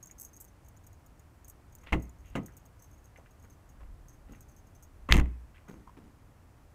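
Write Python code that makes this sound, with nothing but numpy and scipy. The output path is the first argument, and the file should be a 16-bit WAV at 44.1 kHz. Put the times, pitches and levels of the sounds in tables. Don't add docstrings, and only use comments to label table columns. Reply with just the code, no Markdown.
import sys
import numpy as np
from scipy import signal
from scipy.fft import rfft, irfft
from scipy.io import wavfile
from scipy.ndimage import uniform_filter1d

SR = 44100
rng = np.random.default_rng(int(sys.argv[2]) if len(sys.argv) > 2 else 0)


def unload_wav(signal):
    wavfile.write(
        sys.argv[1],
        SR,
        np.round(np.clip(np.atleast_2d(signal).T, -1, 1) * 32767).astype(np.int16),
    )


N = 297291

# frequency in Hz, relative level in dB, time to fall by 60 dB in seconds.
SKIN_MODES = [(91, -6, 0.29), (129.2, -10.5, 0.21), (188, -5, 0.29), (229, -3.5, 0.26), (287, -5, 0.069),
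              (314.5, -5, 0.13), (410.2, -8.5, 0.24), (490, -7, 0.13), (545.4, -16, .2), (667.6, -11, 0.2),
              (766, -22, 0.2), (923.6, -14, 0.22), (1080, -14.5, 0.11), (1264, -17.5, 0.28),
              (1440, -17, 0.12), (1980, -17, 0.26), (2040, -18.5, 0.3), (2351, -20.5, 0.08),
              (2740, -25, .2), (3140, -22.5, 0.042)]
# start in seconds, level in dB, contact time in seconds.
DOOR_SHOVES = [(1.923, -24.5, 0.0084), (2.355, -58, 0.0027), (5.105, -22.5, 0.0065), (5.123, -20.5, 0.0062),
               (5.146, -14.5, 0.011), (5.179, -16, 0.0087)]


def amp(db):
    return 10 ** (np.asarray(db) / 20)


def axes(size):
    return np.arange(size) / SR, np.fft.rfftfreq(size, 1 / SR)


def read(points, hz):
    f, value = np.transpose(points)
    return np.interp(np.log(hz + 1), np.log(f + 1), value)


def add(mix, s, sound):
    part = mix[max(round(s * SR), 0):][:len(sound)]
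    part += sound[:len(part)]


def evened(x):
    return x / np.sqrt(np.mean(x ** 2) + 1e-20)


def noise(gain):
    phases = np.exp(2j * np.pi * rng.random(len(gain)))
    return evened(irfft(gain * phases))


def grain(depth_db, length, size):
    wander = evened(uniform_filter1d(rng.standard_normal(length), size))
    return evened(amp(depth_db * wander))


def hump(hz, centre_hz, octaves):
    return np.exp(-.5 * (np.log2((hz + 1) / centre_hz) / octaves) ** 2)


def decay(t, t60):
    return np.exp(-np.log(1000) * t / t60)


def die_away(x, t60s):
    t, hz = axes(len(x))
    centres = np.geomspace(62.5, 16000, 9)
    spectrum = rfft(x)
    out = np.zeros(len(x))
    for centre, share in zip(centres, np.eye(len(centres))):
        band = irfft(spectrum * read(np.c_[centres, share], hz))
        out += band * decay(t, read(t60s, centre))
    return out


def strike(modes, contact, size):
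    t, _ = axes(size)
    ring = sum(amp(db) * decay(t, t60) * np.sin(2 * np.pi * hz * t) for hz, db, t60 in modes)
    push = np.sin(np.pi * np.minimum(t / contact, 1)) + 1e-12
    return signal.fftconvolve(ring, push / push.sum())[:size]


def blows():
    # start in seconds, panel thud in dB before its low-pass, thud corner in Hz,
    # metal clatter in dB before its fade, clatter fade in seconds, clatter treble tilt in dB above about 4 kHz.
    hard = [(1.9231, -30.5, 1500, -34, 0.017, -2.5), (1.9290, -38.5, 2500, -21.5, 0.0057, -16),
            (1.9336, -29.5, 1500, -32.5, 0.0068, -17), (1.9410, -29.5, 400, -63, .008, -12),
            (2.3530, -29, 1500, -35, 0.012, -5), (2.3580, -38.5, 1500, -41.5, .0056, 8.5),
            (2.3666, -33, 710, -47, 0.016, -3), (5.0886, -32.5, 2520, -38, 0.014, -8.5),
            (5.0988, -44, 1200, -32, .0094, -13.5), (5.1115, -35, 500, -26, 0.0094, -1),
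            (5.1239, -33, 250, -10, .0013, 0.5), (5.1397, -27, 297, -24, .007, -1.5)]
    # start in seconds, clatter level in dB.
    rattles = [(5.137, -25), (5.157, -27.5), (5.167, -22), (5.177, -25), (5.185, -25), (5.1941, -30),
               (5.1979, -24), (5.2115, -35), (5.2576, -43.5)]
    fade_s, thud_db, corner_hz = 0.0021, -13.5, 2000
    treble_db, dulling_db_per_s = 8, 151.5
    first_s = rattles[0][0]
    rebounds = [(s, db + thud_db, corner_hz, db, fade_s, treble_db - dulling_db_per_s * (s - first_s))
                for s, db in rattles]
    shove_thud_db, shove_corner_hz = -5, 129
    muffled = [(s, db + shove_thud_db, shove_corner_hz, -np.inf, contact, 0)
               for s, db, contact in DOOR_SHOVES]
    return hard + rebounds + muffled


def door_blows(thud_rise_s=0.00092, clatter_rise_s=0.0006, grain_db=1.0, skin_db=-5):
    # frequency in Hz, relative density in dB per Hz.
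    panel_spectrum = [(50, -14.5), (90, -2.5), (130, -1), (175, 3), (280, 2), (420, -5.5), (700, -9.5),
                      (1100, -5), (1500, -15), (2100, -26.5), (3000, -53.5), (4500, -46.5), (15000, -64)]
    # frequency in Hz, time to fall by 60 dB in seconds.
    panel_t60 = [(100, 0.32), (280, 0.27), (600, 0.192), (1200, 0.1), (2500, 0.11), (8000, .07)]
    # frequency in Hz, relative density in dB per Hz.
    clatter_spectrum = [(300, -28), (900, 2), (1500, -4.5), (2000, 7), (2350, -3), (2750, 1.5),
                        (3300, -9.5), (4000, -13), (5000, -23.5), (6500, -12), (8500, -20), (12000, -25.5),
                        (15500, -25)]
    out, (t, hz) = np.zeros(N), axes(16384)
    treble = 1 / (1 + (4000 / (hz + 1)) ** 6)
    rings = np.array([amp(db + skin_db) * decay(t, t60) * np.sin(2 * np.pi * f * t)
                      for f, db, t60 in SKIN_MODES])
    for s, thud_db, corner_hz, clatter_db, fade, treble_db in blows():
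        dense = die_away(noise(amp(read(panel_spectrum, hz))), panel_t60)
        dense *= 1 - np.exp(-t / thud_rise_s)
        clear = rng.choice([-1, 1], len(rings)) @ rings
        cushion = np.exp(-2 * np.pi * corner_hz / SR)
        thud = signal.lfilter([1 - cushion], [1, -cushion], dense + clear)
        clatter = noise(amp(read(clatter_spectrum, hz) + treble_db * treble))
        clatter *= grain(grain_db, len(t), size=40)
        burst = np.exp(-t / fade) * (1 - np.exp(-t / clatter_rise_s))
        clatter = evened(clatter * burst) * np.sqrt(np.mean(burst ** 2))
        add(out, s, amp(thud_db) * thud + amp(clatter_db) * clatter)
    return out


def cabin_boom():
    # frequency in Hz, relative level in dB, time to fall by 60 dB in seconds.
    cabin_modes = [(27, -3, 0.21), (49.34, -11, 0.067), (60.06, 0, .47), (77, 3.5, 0.13),
                   (128.5, 3.5, 0.26), (235, -17.5, 0.56), (286, -1, .2)]
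    out = np.zeros(N)
    for s, db, contact in DOOR_SHOVES:
        add(out, s, -amp(db) * strike(cabin_modes, contact, size=32768))
    leak = signal.butter(1, 6, "high", fs=SR)
    return signal.lfilter(*leak, out)


def latch(click_hz=2900):
    # start in seconds, ring level in dB, contact time in seconds, click level in dB.
    snaps = [(1.9286, -19, 0.00036, -90), (5.1238, -13.5, 0.000079, 2.5)]
    # frequency in Hz, relative level in dB, time to fall by 60 dB in seconds.
    latch_modes = [(1438, -14.5, .018), (2290, -9, .024), (2550, 0.5, 0.014), (3836, -14.5, 0.013),
                   (4570, -13, .008), (6420, -4.5, 0.011), (2078, -44, 0.59), (2540, -47.5, 0.73)]
    out = np.zeros(N)
    lead = 64 / SR
    u = np.pi * click_hz * (np.arange(128) / SR - lead)
    click = (1 - 2 * u ** 2) * np.exp(-u ** 2)
    for s, ring_db, contact, click_db in snaps:
        add(out, s, amp(ring_db) * strike(latch_modes, contact, size=32768))
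        add(out, s - lead, amp(click_db) * click)
    return out


def rub(rise, fade, centre_hz, octaves, grain_db=4.5, ring_db=7, ring_width_hz=45):
    t, hz = axes(32768)
    dull = 1 / np.sqrt(1 + (hz / 3400) ** 8)
    peaks = np.max([1 / (1 + ((hz - f) / ring_width_hz) ** 2) for f, _, _ in SKIN_MODES], axis=0)
    swell = np.minimum(t / rise, 1) * np.exp(-np.maximum(t - rise, 0) / fade)
    hiss = noise(dull * amp(ring_db * peaks) * hump(hz, centre_hz, octaves))
    return swell * hiss * grain(grain_db, len(t), size=90)


def scuffs(rise_share=0.27, longest_rise_s=0.0064):
    # start in seconds, level in dB, fade in seconds, centre in Hz, width in octaves.
    rubs = [(.095, -64.5, 0.014, 2180, .37), (1.832, -57, 0.019, 1300, 0.91),
            (1.862, -50, 0.024, 2180, 1.3), (1.882, -51.5, 0.016, 2270, .55),
            (2.238, -68.5, 0.23, 2550, 0.46), (2.479, -60, 0.022, 1580, 0.23),
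            (3.158, -52, 0.011, 1900, 0.36), (3.181, -53.5, 0.019, 660, 0.71),
            (3.258, -59, 0.0071, 1910, .5), (4.332, -59.5, 0.022, 1600, 0.66),
            (5.0884, -32, 0.0051, 980, .25), (5.543, -59.5, 0.035, 1894, 0.63),
            (5.870, -50, .016, 1015, 0.15)]
    out = np.zeros(N)
    for s, db, fade, centre_hz, octaves in rubs:
        rise = min(rise_share * fade, longest_rise_s)
        add(out, s, amp(db) * rub(rise, fade, centre_hz, octaves))
    return out


def creak(fade, pitch_hz, overtone_db, slips_per_s=1800, dry_db=-7):
    # ratio to the pitch, width in Hz, relative level in dB.
    mount_modes = [(1, 163, 19.5), (1.24, 1270, 14), (1.73, 710, 13.5), (2.1, 400, 14.5), (2.33, 900, -23)]
    t, _ = axes(8192)
    fading = np.exp(-t / fade)
    slips = rng.standard_normal(len(t)) * (rng.random(len(t)) < slips_per_s / SR) * fading
    slips[0] = 1
    sound = amp(dry_db) * evened(slips)
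    for k, (ratio, width, mode_db) in enumerate(mount_modes):
        mode = np.exp(-np.pi * width * t) * np.sin(2 * np.pi * ratio * pitch_hz * t)
        rung = evened(signal.fftconvolve(slips, mode)[:len(t)])
        sound += amp(mode_db + overtone_db * (k > 0)) * rung
    high_pass = signal.butter(8, 5900, "high", fs=SR, output="sos")
    return evened(signal.sosfilt(high_pass, sound)) * np.sqrt(np.mean(fading ** 2))


def mount_creaks(ticks_per_s=20, spread_db=4.0, scatter=0.032, tick_overtone_db=-4):
    # start in seconds, level in dB, fade in seconds, overtone boost in dB.
    creaks = [(0.028, -44.5, 0.01, -11), (.0585, -46.5, 0.0023, -1), (.071, -52.5, 0.013, -9),
              (0.1115, -46, 0.0062, -11), (.182, -53.5, 0.02, -4), (0.199, -43, 0.0067, 10),
              (0.211, -43.5, 0.021, 9), (.249, -44, 0.009, -2.5), (0.332, -56.5, 0.018, -8),
              (.366, -51.5, 0.0098, -2), (0.402, -48.5, 0.013, 22), (0.4097, -48.5, 0.013, 30),
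              (0.444, -53, .0075, 6), (0.686, -53, 0.0029, 9), (0.771, -57.5, 0.0049, -8),
              (0.867, -53, 0.0075, 6), (1.063, -57.5, 0.005, 4), (1.195, -58, 0.0054, -2),
              (1.446, -53.5, .0093, -4), (1.481, -51, 0.012, 11), (1.498, -47.5, 0.0064, 8),
              (1.752, -46.5, 0.0033, 6), (2.023, -53, 0.0085, 1), (2.0946, -54.5, 0.0043, -4),
              (2.4605, -48.5, 0.0079, 2), (2.5684, -51, 0.0069, 5), (2.655, -59, 0.009, 5),
              (2.821, -59, 0.027, -0.5), (4.0838, -57, 0.019, -7), (4.4072, -53.5, 0.0069, 5),
              (4.826, -53.5, 0.01, -1), (5.683, -63.5, 0.037, -4)]
    # from and to in seconds, base level in dB, fade in seconds.
    fidgets = [(0.248, 0.998, -66, 0.0075), (1.456, 2.7, -66.5, 0.0055), (2.778, 3.749, -67, 0.012),
               (4.103, 4.819, -67, .015)]
    creak_hz, sharp_hz, sharp_fade_s = 6443, 1760, 0.0036
    out = np.zeros(N)
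    for s, db, fade, overtone_db in creaks:
        pitch_hz = creak_hz + sharp_hz * np.exp(-fade / sharp_fade_s)
        add(out, s, amp(db) * creak(fade, pitch_hz, overtone_db))
    for start, end, db, fade in fidgets:
        count = round(ticks_per_s * (end - start))
        for place, loud, pitch in rng.random(size=(count, 3)):
            tick = creak(fade, creak_hz * (1 + scatter * (2 * pitch - 1)), tick_overtone_db)
            tick_db = db + spread_db * (2 * loud - 0.5)
            add(out, start + place * (end - start), amp(tick_db) * tick)
    return out


def footsteps(heel_rise=0.43, grit_rise=0.13, roll_db=-8, roll_rise_s=0.056, roll_fade_s=.08):
    # start in seconds, heel level in dB, grit level in dB, length in seconds.
    steps = [(3.441, -58, -58.5, .012), (3.799, -62, -61, 0.035), (4.279, -53.5, -65, .055),
             (5.677, -47.5, -56, .045), (5.968, -47, -57, .018)]
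    heel_band, grit_band = (215, 0.55), (980, 1)
    out = np.zeros(N)
    for s, heel_db, grit_db, length in steps:
        add(out, s, amp(heel_db) * rub(heel_rise * length, length, *heel_band))
        add(out, s, amp(grit_db) * rub(grit_rise * length, length, *grit_band))
        add(out, s + length, amp(heel_db + roll_db) * rub(roll_rise_s, roll_fade_s, *heel_band))
    return out


def driveway(x, wall_delay_s=.0105, wall_db=-25, tail_db=-32):
    # frequency in Hz, time to fall by 60 dB in seconds.
    yard_t60 = [(100, 0.44), (800, 0.65), (2500, 0.38), (8000, 0.061)]
    t, hz = axes(32768)
    tail = die_away(noise(np.ones(len(hz))), yard_t60) * np.minimum(t / wall_delay_s, 1)
    response = amp(tail_db) * tail / np.linalg.norm(tail)
    add(response, wall_delay_s, amp([wall_db]))
    return x + signal.fftconvolve(x, response)[:N]


def outdoors(traffic_db=-57, breeze_db=-66, draught_hz=40, draught_octaves=.75, whine_hz=8000, whine_db=-92):
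    # frequency in Hz, relative density in dB per Hz.
    traffic_spectrum = [(15, -19), (35, -5), (60, 1), (90, 0.5), (125, -5), (200, -13.5), (290, -12.5),
                        (400, -19), (700, -19.5), (1100, -22), (2000, -29), (3800, -39), (6500, -38),
                        (15500, -43)]
    # peak time in seconds, level in dB, time constant of swell and fade in seconds.
    gusts = [(1.95, -47, 0.1), (2.29, -49.5, 0.043), (3.88, -46.5, 0.08), (4.31, -46.5, 0.053),
             (5.15, -43, .12)]
    t, hz = axes(N + N % 2)
    traffic = amp(traffic_db) * noise(amp(read(traffic_spectrum, hz)))
    air = amp(breeze_db) + sum(amp(db) * np.exp(-abs(t - s) / width) for s, db, width in gusts)
    draught = air * noise(hump(hz, draught_hz, draught_octaves))
    whine = amp(whine_db) * np.sin(2 * np.pi * whine_hz * t)
    return (traffic + draught + whine)[:N]


def scene():
    door = driveway(door_blows() + latch() + scuffs() + footsteps())
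    return (door + cabin_boom() + mount_creaks() + outdoors())[None]


def record(dry):
    low_pass = signal.firwin(255, 15600, window=("kaiser", 8), fs=SR)
    return signal.oaconvolve(np.clip(dry, -1, 1), low_pass[None], "same")


dry = scene()
out = record(dry)
unload_wav(out)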